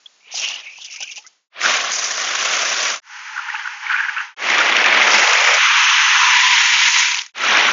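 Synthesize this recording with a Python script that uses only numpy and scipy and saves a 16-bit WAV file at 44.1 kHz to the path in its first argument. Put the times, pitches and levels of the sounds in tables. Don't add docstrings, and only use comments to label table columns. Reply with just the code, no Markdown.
import sys
import numpy as np
from scipy import signal
from scipy.fft import rfft, irfft, next_fast_len
from scipy.io import wavfile
from scipy.ndimage import uniform_filter1d, map_coordinates

SR = 44100
rng = np.random.default_rng(int(sys.argv[2]) if len(sys.argv) > 2 else 0)


def natural_amplitude(level_db):
    exponent = np.asarray(level_db, float) / 20
    return 10 ** exponent


def materialize(psi):
    bounded = np.clip(np.atleast_2d(psi).T, -1, 1)
    quanta = np.round(bounded * 32767).astype(np.int16)
    wavfile.write(sys.argv[1], SR, quanta)


N = 340452
SPLIT_HZ, TOP_HZ = 4050, 7250


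def unit(x):
    return x / np.sqrt(np.mean(x ** 2) + 1e-20)


def along(points, hz):
    f, v = np.transpose(points)
    return np.interp(np.log(hz + 1), np.log(f + 1), v)


def wobble(rate):
    knots = rng.standard_normal(int(N * rate / SR) + 4)
    return map_coordinates(knots, [np.arange(N) * rate / SR])


def filtered(x, response):
    m = next_fast_len(len(x) + 8192)
    return irfft(rfft(x, m) * response(np.fft.rfftfreq(m, 1 / SR)), m)[:len(x)]


def resonance(f, centre_hz, width_hz):
    damping = 1j * f * width_hz
    return damping / (centre_hz * centre_hz - f * f + damping)


def roughness(n, size):
    return unit(uniform_filter1d(rng.standard_normal(n), size=size))


def contacts(n, rate, spread_db, cycles):
    draw = rng.random((int(rate * n / SR), 3))
    hz = 300 * 25 ** draw[:, 1:2]
    sign = np.sign(draw[:, 2:] - .5)
    size = sign * natural_amplitude(2 * spread_db * np.tanh(rng.standard_normal((len(draw), 1)) / 2))
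    t = np.arange(400) / SR
    ring = np.sin(2 * np.pi * hz * t) * np.exp(-t * hz / cycles) * hz / 3000
    ring[:, 0] += 1.5
    at = (draw[:, :1] * n).astype(int) + np.arange(len(t))
    z = rfft(np.bincount(at.ravel(), (size * ring).ravel())[:n])
    smooth_power = uniform_filter1d(abs(z) ** 2, size=n // 100)
    return unit(irfft(z / np.sqrt(smooth_power + 1e-9), n))


# time_s, fade_out_s, fade_in_s
CUTS = [(1.492, 0.21, 0.22), (3.01, 0.11, 0.13), (4.355, 0.12, 0.15), (7.33, 0.16, 0.17)]


def swells(rows):
    rise_curve, release_db_per_s = 1.75, 145
    t, power = np.arange(N) / SR, np.zeros(N)
    ends = np.array([c[0] for c in CUTS] + [N / SR])
    for start, rise, hold, db, drift in rows:
        age = t - start - rise
        level_db = db + drift * np.clip(age, 0, hold) - release_db_per_s * np.clip(age - hold, 0, None)
        alive = t < ends[np.searchsorted(ends, start + rise)]
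        onset = np.clip((t - start) / rise, 0, 1) ** rise_curve
        power += (natural_amplitude(level_db) * onset * alive) ** 2
    return np.sqrt(power)


# pitch_hz, relative level_db
GARDEN = [(150, -18.5), (773, -7), (7000, -4)]


def garden():
    noise = rng.standard_normal(N)
    return natural_amplitude(-57.0) * unit(filtered(noise, lambda hz: natural_amplitude(along(GARDEN, hz)) * (hz < TOP_HZ)))


# start_s, level_db, pitch_hz, t60_s
BUBBLES = [(.058, -20.5, 3200, 0.031), (.34, -23.5, 716, 0.032), (.785, -28, 885, 0.015),
           (1.004, -27.5, 763, 0.054), (1.025, -34, 1486, 0.082), (1.174, -34.5, 797, 0.095),
           (1.243, -42, 1240, 0.079), (1.246, -40, 1975, 0.098), (1.262, -36, 1440, 0.03),
           (.94, -40, 1240, 0.076)]


def bubbles():
    out, t = np.zeros(N), np.arange(SR // 6) / SR
    for start, db, hz, t60 in BUBBLES:
        tone = np.sin(2 * np.pi * hz * (t + 0.13 * t * t / t60))
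        tone *= 1 + 0.53 * roughness(len(t), size=90)
        envelope = natural_amplitude(db - 60 * t / t60) * (1 - np.exp(-t / 0.0031))
        out[round(start * SR):][:len(t)] += envelope * tone
    return out


def bubbling(count, pitch_hz, spread, cycles):
    at = rng.uniform(0.2, 1.27, size=(count, 1))
    scatter, size = rng.standard_normal((2, count, 1))
    hz, t = pitch_hz(at) * np.exp(spread * scatter), np.arange(900) / SR
    envelope = np.exp(-t * hz / cycles) * (1 - np.exp(-t / 0.00085))
    ring = natural_amplitude(4.9 * size) * np.sin(2 * np.pi * hz * t) * envelope
    index = (at * SR).astype(int) + np.arange(len(t))
    x = np.bincount(index.ravel(), ring.ravel(), minlength=N)
    return x / np.sqrt(np.mean(x[x != 0] ** 2))


# peak time_s, bubble pitch_hz, top level_db
GUSHES = [(.28, 2460, -45), (0.451, 2820, -21), (.68, 2480, -32.5), (.76, 2580, -39), (.83, 3100, -36),
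          (.9, 2500, -40), (.97, 2440, -38.5), (1.028, 2800, -29.5), (1.1, 2530, -34)]


def trickle():
    slope_db_per_s = 261
    s, pitch_hz, db = np.transpose(GUSHES)
    distance_s = abs(np.arange(N)[:, None] / SR - s)
    flow = np.linalg.norm(natural_amplitude(db - slope_db_per_s * distance_s), axis=1)
    fine = bubbling(count=1600, pitch_hz=lambda at: np.interp(at, s, pitch_hz), spread=.07, cycles=7.6)
    large = bubbling(count=160, pitch_hz=lambda at: 1135, spread=0.363, cycles=4.5)
    return flow * (fine + natural_amplitude(-23.5) * large)


# centre time_s, level_db, pitch_hz
PLOPS = [(3.366, -20.5, 1440), (3.38, -15, 1530), (3.3945, -17.5, 1390), (3.488, -17.5, 1460),
         (3.502, -16, 1870), (3.546, -25.5, 870), (3.55, -18.5, 1520), (3.554, -19, 2600),
         (3.563, -19, 1660), (3.597, -17.5, 1520), (3.657, -19.5, 1460), (3.676, -17.5, 1510),
         (3.868, -18, 2230), (3.965, -16, 2390), (4.184, -19.5, 2720)]


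def plops():
    cycles = 5.8
    out, t = np.zeros(N), np.arange(-SR // 50, SR // 50) / SR
    for s, db, hz in PLOPS:
        rough = 1 + 0.48 * roughness(len(t), size=40)
        envelope = natural_amplitude(db) * np.exp(-(t * hz / cycles) ** 2)
        out[round((s + t[0]) * SR):][:len(t)] += envelope * rough * np.sin(2 * np.pi * hz * t)
    return out


# start_s, rise_s, hold_s, top level_db, drift_db_per_s
HOLLOW = [(5.85, 0.39, 0.28, -22, -8.5)]
# pitch_hz, width_hz, relative level_db
BUCKET = [(1003, 110, 4)]


def bucket():
    ring = lambda f: sum(natural_amplitude(db) * resonance(f, hz, width) for hz, width, db in BUCKET)
    rattle = contacts(N, 2800, spread_db=4.5, cycles=3.5)
    return swells(HOLLOW) * unit(filtered(filtered(rattle, ring), ring))


# start_s, level_db, pitch_hz, length_s
CLACKS = [(0.449, -23.5, 3030, 0.002), (0.487, -21.5, 2980, 0.003), (0.81, -34.5, 3240, 0.015),
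          (0.844, -31.5, 3000, 0.017), (0.905, -34, 2740, 0.041), (0.96, -30.5, 2420, 0.0074),
          (1.004, -28, 2680, 0.011), (1.025, -24.5, 3100, 0.0085), (1.11, -32, 3040, 0.017),
          (1.158, -33, 2830, 0.028), (1.174, -33, 2660, 0.009), (1.265, -39, 5750, 0.011),
          (1.615, -8.5, 2070, 0.0015), (1.638, -11, 1480, 0.014), (1.66, -0.5, 1470, 0.0017),
          (1.918, -23, 6400, 0.03), (3.893, -17.5, 1520, 0.065), (3.916, -28, 2870, 0.012),
          (3.969, -18, 1670, 0.041), (4.024, -21.5, 1650, 0.03), (4.083, -18.5, 1520, 0.014),
          (4.162, -22, 1500, 0.049), (4.501, -12.5, 2060, 0.0041), (4.583, -12, 1300, 0.003),
          (4.606, -13.5, 1450, 0.008), (4.767, -5.5, 2560, 0.0013), (4.842, -8.5, 2600, 0.0012),
          (4.861, -8.5, 2300, 0.0029), (7.145, -16, 2600, 0.0038), (7.193, -16, 3000, 0.0024),
          (7.215, -20, 2720, 0.0017), (7.437, -9, 1360, 0.0023)]
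FIZZ = [0.71, 0.096, 0.012, 0.19, .1]


def clacks():
    out, t = np.zeros(N + SR), np.arange(SR // 8) / SR
    mode = lambda f, hz, width: resonance(f, hz, width) ** 2
    for start, db, hz, length in CLACKS:
        decay = natural_amplitude(-60 * np.clip(t - length, 0, 1) / (0.031 + 0.6 * length))
        shape = (1 - np.exp(-t / 0.00031)) * decay
        burst = shape * contacts(len(t), 5000, spread_db=3.0, cycles=5.7)
        burst[10] += 35 * np.exp(-length / .006)
        fizz = FIZZ[np.searchsorted([c[0] for c in CUTS], start)]
        ring = filtered(burst, lambda f: mode(f, hz, 0.29 * hz) - 0.14 * mode(f, 1.6 * hz, 0.58 * hz)
                        + fizz * mode(f, 5900, 1500))
        ring *= np.linalg.norm(shape) / np.linalg.norm(ring)
        out[round(start * SR):][:len(t)] += natural_amplitude(db) * ring
    return out[:N]


# pitch_hz, relative level_db
WET = [(150, -35.5), (413, -23.5), (750, -11.5), (1500, -15), (2940, 0.5), (4180, -9.5), (6160, -3),
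       (7000, -13.5)]
SPLASHING = [(150, -26.5), (432, -15.5), (620, -6.5), (790, -7), (882, -12.5), (1100, -2.5), (2500, -3.5),
             (4180, -5.5), (6020, 6), (7100, -0.5)]
FAR = [(200, -31), (850, -1.5), (1140, -6.5), (1500, 1.5), (2950, -6.5), (3670, -15), (6240, -6.5),
       (7100, -17)]
NEAR = [(170, -27.5), (205, -10.5), (239, -15.5), (546, -6.5), (971, -2), (2280, 1.5), (4120, -7),
        (5810, 1.5), (7000, -4.5)]
HEAPED = [(200, -24.5), (880, -10), (966, -2.5), (2700, 0), (4660, -11.5), (6200, -5), (7100, -16)]
EMPTYING = [(200, -24), (880, -13), (960, -1), (1100, -10.5), (2000, 0), (2900, -1.5), (4660, -8.5),
            (6200, -4.5), (7100, -10.5)]
LAST = [(170, -24), (538, -16), (1370, -6), (2360, -6), (4820, -13), (5810, -5.5), (7000, -14)]
# start_s, colour, contacts_per_s, size_spread_db, smooth rush share (0-1), ring_cycles
STAGES = [(0, WET, 2000, 6, 0.44, 11), (1.495, SPLASHING, 2600, 3, 0.57, 10),
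          (3.016, FAR, 2200, 8, 0.88, 5), (4.356, NEAR, 1300, 5.5, 0.63, 3.6),
          (5.58, HEAPED, 3700, 3.5, 0.83, 5.5), (6.35, EMPTYING, 2600, 3, 0.73, 6.6),
          (7.13, EMPTYING, 530, 3.5, 0.48, 3.2), (7.326, LAST, 2250, 8, 0.57, 6.5)]
# start_s, rise_s, hold_s, top level_db, drift_db_per_s
SLIDES = [(.22, 0.2, 0.13, -30, -2), (.5, 0.042, 0.71, -47.5, -17), (1.49, 0.17, 0.29, -13.5, -48),
          (1.85, 0.14, 0.599, -27, 14), (2.56, 0.047, 0.98, -22, 4), (3.0, 0.02, 0.51, -36.5, 15.5),
          (3.46, 0.092, 0.2, -28.5, -13), (3.74, 0.12, 0.73, -26, -10), (4.34, 0.04, 0.435, -15, -0.5),
          (4.835, 0.026, 2.01, -13, -0.43), (6.88, 0.085, 0.24, -14, -45.5),
          (7.31, 0.049, 0.31, -13.5, 4.5)]
# start_s, rise_s, hold_s, top level_db, drift_db_per_s
LANDINGS = [(.3, 0.055, 0.15, -25, -45.5), (.6, 0.2, 0.36, -43, -8), (1.59, 0.034, 0.37, -21.5, -38.5),
            (1.88, 0.065, 0.43, -22.5, -18.5), (2.3, 0.092, 1.7, -26.5, 4), (3.0, 0.016, 1.35, -45.5, -1.5),
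            (4.34, 0.026, 0.56, -30.5, -10.5), (4.83, 0.31, .55, -22.5, -5.5), (5.6, 0.18, 1.2, -24, 2.5),
            (6.92, 0.077, 0.23, -21, -29), (7.31, 0.053, .4, -26, -12.5)]


def clatter():
    sliding, landing = swells(SLIDES), swells(LANDINGS)
    clumps_db = 3 * wobble(110)
    high = lambda hz: 1 / (1 + (SPLIT_HZ / (hz + 1)) ** 8)
    out = np.zeros(N)
    ends = [row[0] for row in STAGES[1:]] + [N / SR]
    for (start, colour, rate, spread_db, smooth, cycles), end in zip(STAGES, ends):
        a, b = round(start * SR), round(end * SR)
        grains = contacts(b - a, rate, spread_db, cycles)
        rush = rng.standard_normal(b - a)
        drive = np.sqrt(1 - smooth) * grains + np.sqrt(smooth) * rush
        body = unit(filtered(drive, lambda hz: natural_amplitude(along(colour, hz)) * (1 - high(hz))))
        ticks = unit(filtered(drive, lambda hz: natural_amplitude(along(colour, hz)) * high(hz) * (hz < TOP_HZ)))
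        flow = sliding[a:b] * body + landing[a:b] * ticks
        out[a:b] = natural_amplitude((1 - smooth) * clumps_db[a:b]) * flow
    return out


# time_s, pitch_hz
MOUTH = [(4.4, 2000), (5.5, 2200), (5.85, 2700), (6.2, 1400), (6.42, 2000), (7.2, 2400)]


def mouth(x):
    lift_db, width_hz = 2, 233
    hz, t, z = signal.stft(x, SR)
    s, centre_hz = np.transpose(MOUTH)
    band = np.exp(-((hz[:, None] - np.interp(t, s, centre_hz)) / width_hz) ** 2)
    near = (t > s[0]) * (t < CUTS[-1][0])
    return signal.istft(z * natural_amplitude(lift_db * band * near), SR)[1][:N]


def scene():
    pour = mouth(clatter()) + bucket()
    water = trickle() + plops() + bubbles()
    return (pour + water + clacks() + garden())[None]


def fades():
    s, out_s, in_s = np.transpose(CUTS)
    since = np.arange(N)[:, None] / SR - s
    ramp = np.clip(abs(since) / np.where(since < 0, out_s, in_s), 0, 1)
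    return (ramp * (abs(since) > .009)).min(axis=1) ** 1.4


# start_s, cut_hz
LOW_CUT = [(0, 150), (1.495, 168), (3.016, 802), (4.356, 175), (5.23, 414), (5.58, 790), (7.326, 170)]


def low_cut(x):
    hz, t, z = signal.stft(x, SR, nperseg=2048)
    starts, cut_hz = np.transpose(LOW_CUT)
    below = hz[:, None] < cut_hz[np.searchsorted(starts, t, side="right") - 1]
    return signal.istft(z * np.where(below, natural_amplitude(-22.5), 1), SR, nperseg=2048)[1][:N]


def low_pass(x):
    return signal.sosfilt(signal.butter(12, 8070, fs=SR, output="sos"), x)


def record(dry):
    squashed = dry[0] / (1 + abs(dry[0] / 0.8) ** 4) ** .25
    x = low_cut(squashed)
    x = x + natural_amplitude(-23.0) * uniform_filter1d(abs(x), size=130) * rng.standard_normal(N)
    band_limit = [(6900, 0), (TOP_HZ, -7), (7400, -38), (7900, -78)]  # pitch_hz, gain in dB
    x = filtered(x, lambda f: natural_amplitude(along(band_limit, f)))
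    mix = np.clip(x * fades(), -.92, .92)[None]
    return low_pass(mix)


dry = scene()
out = record(dry)
materialize(out)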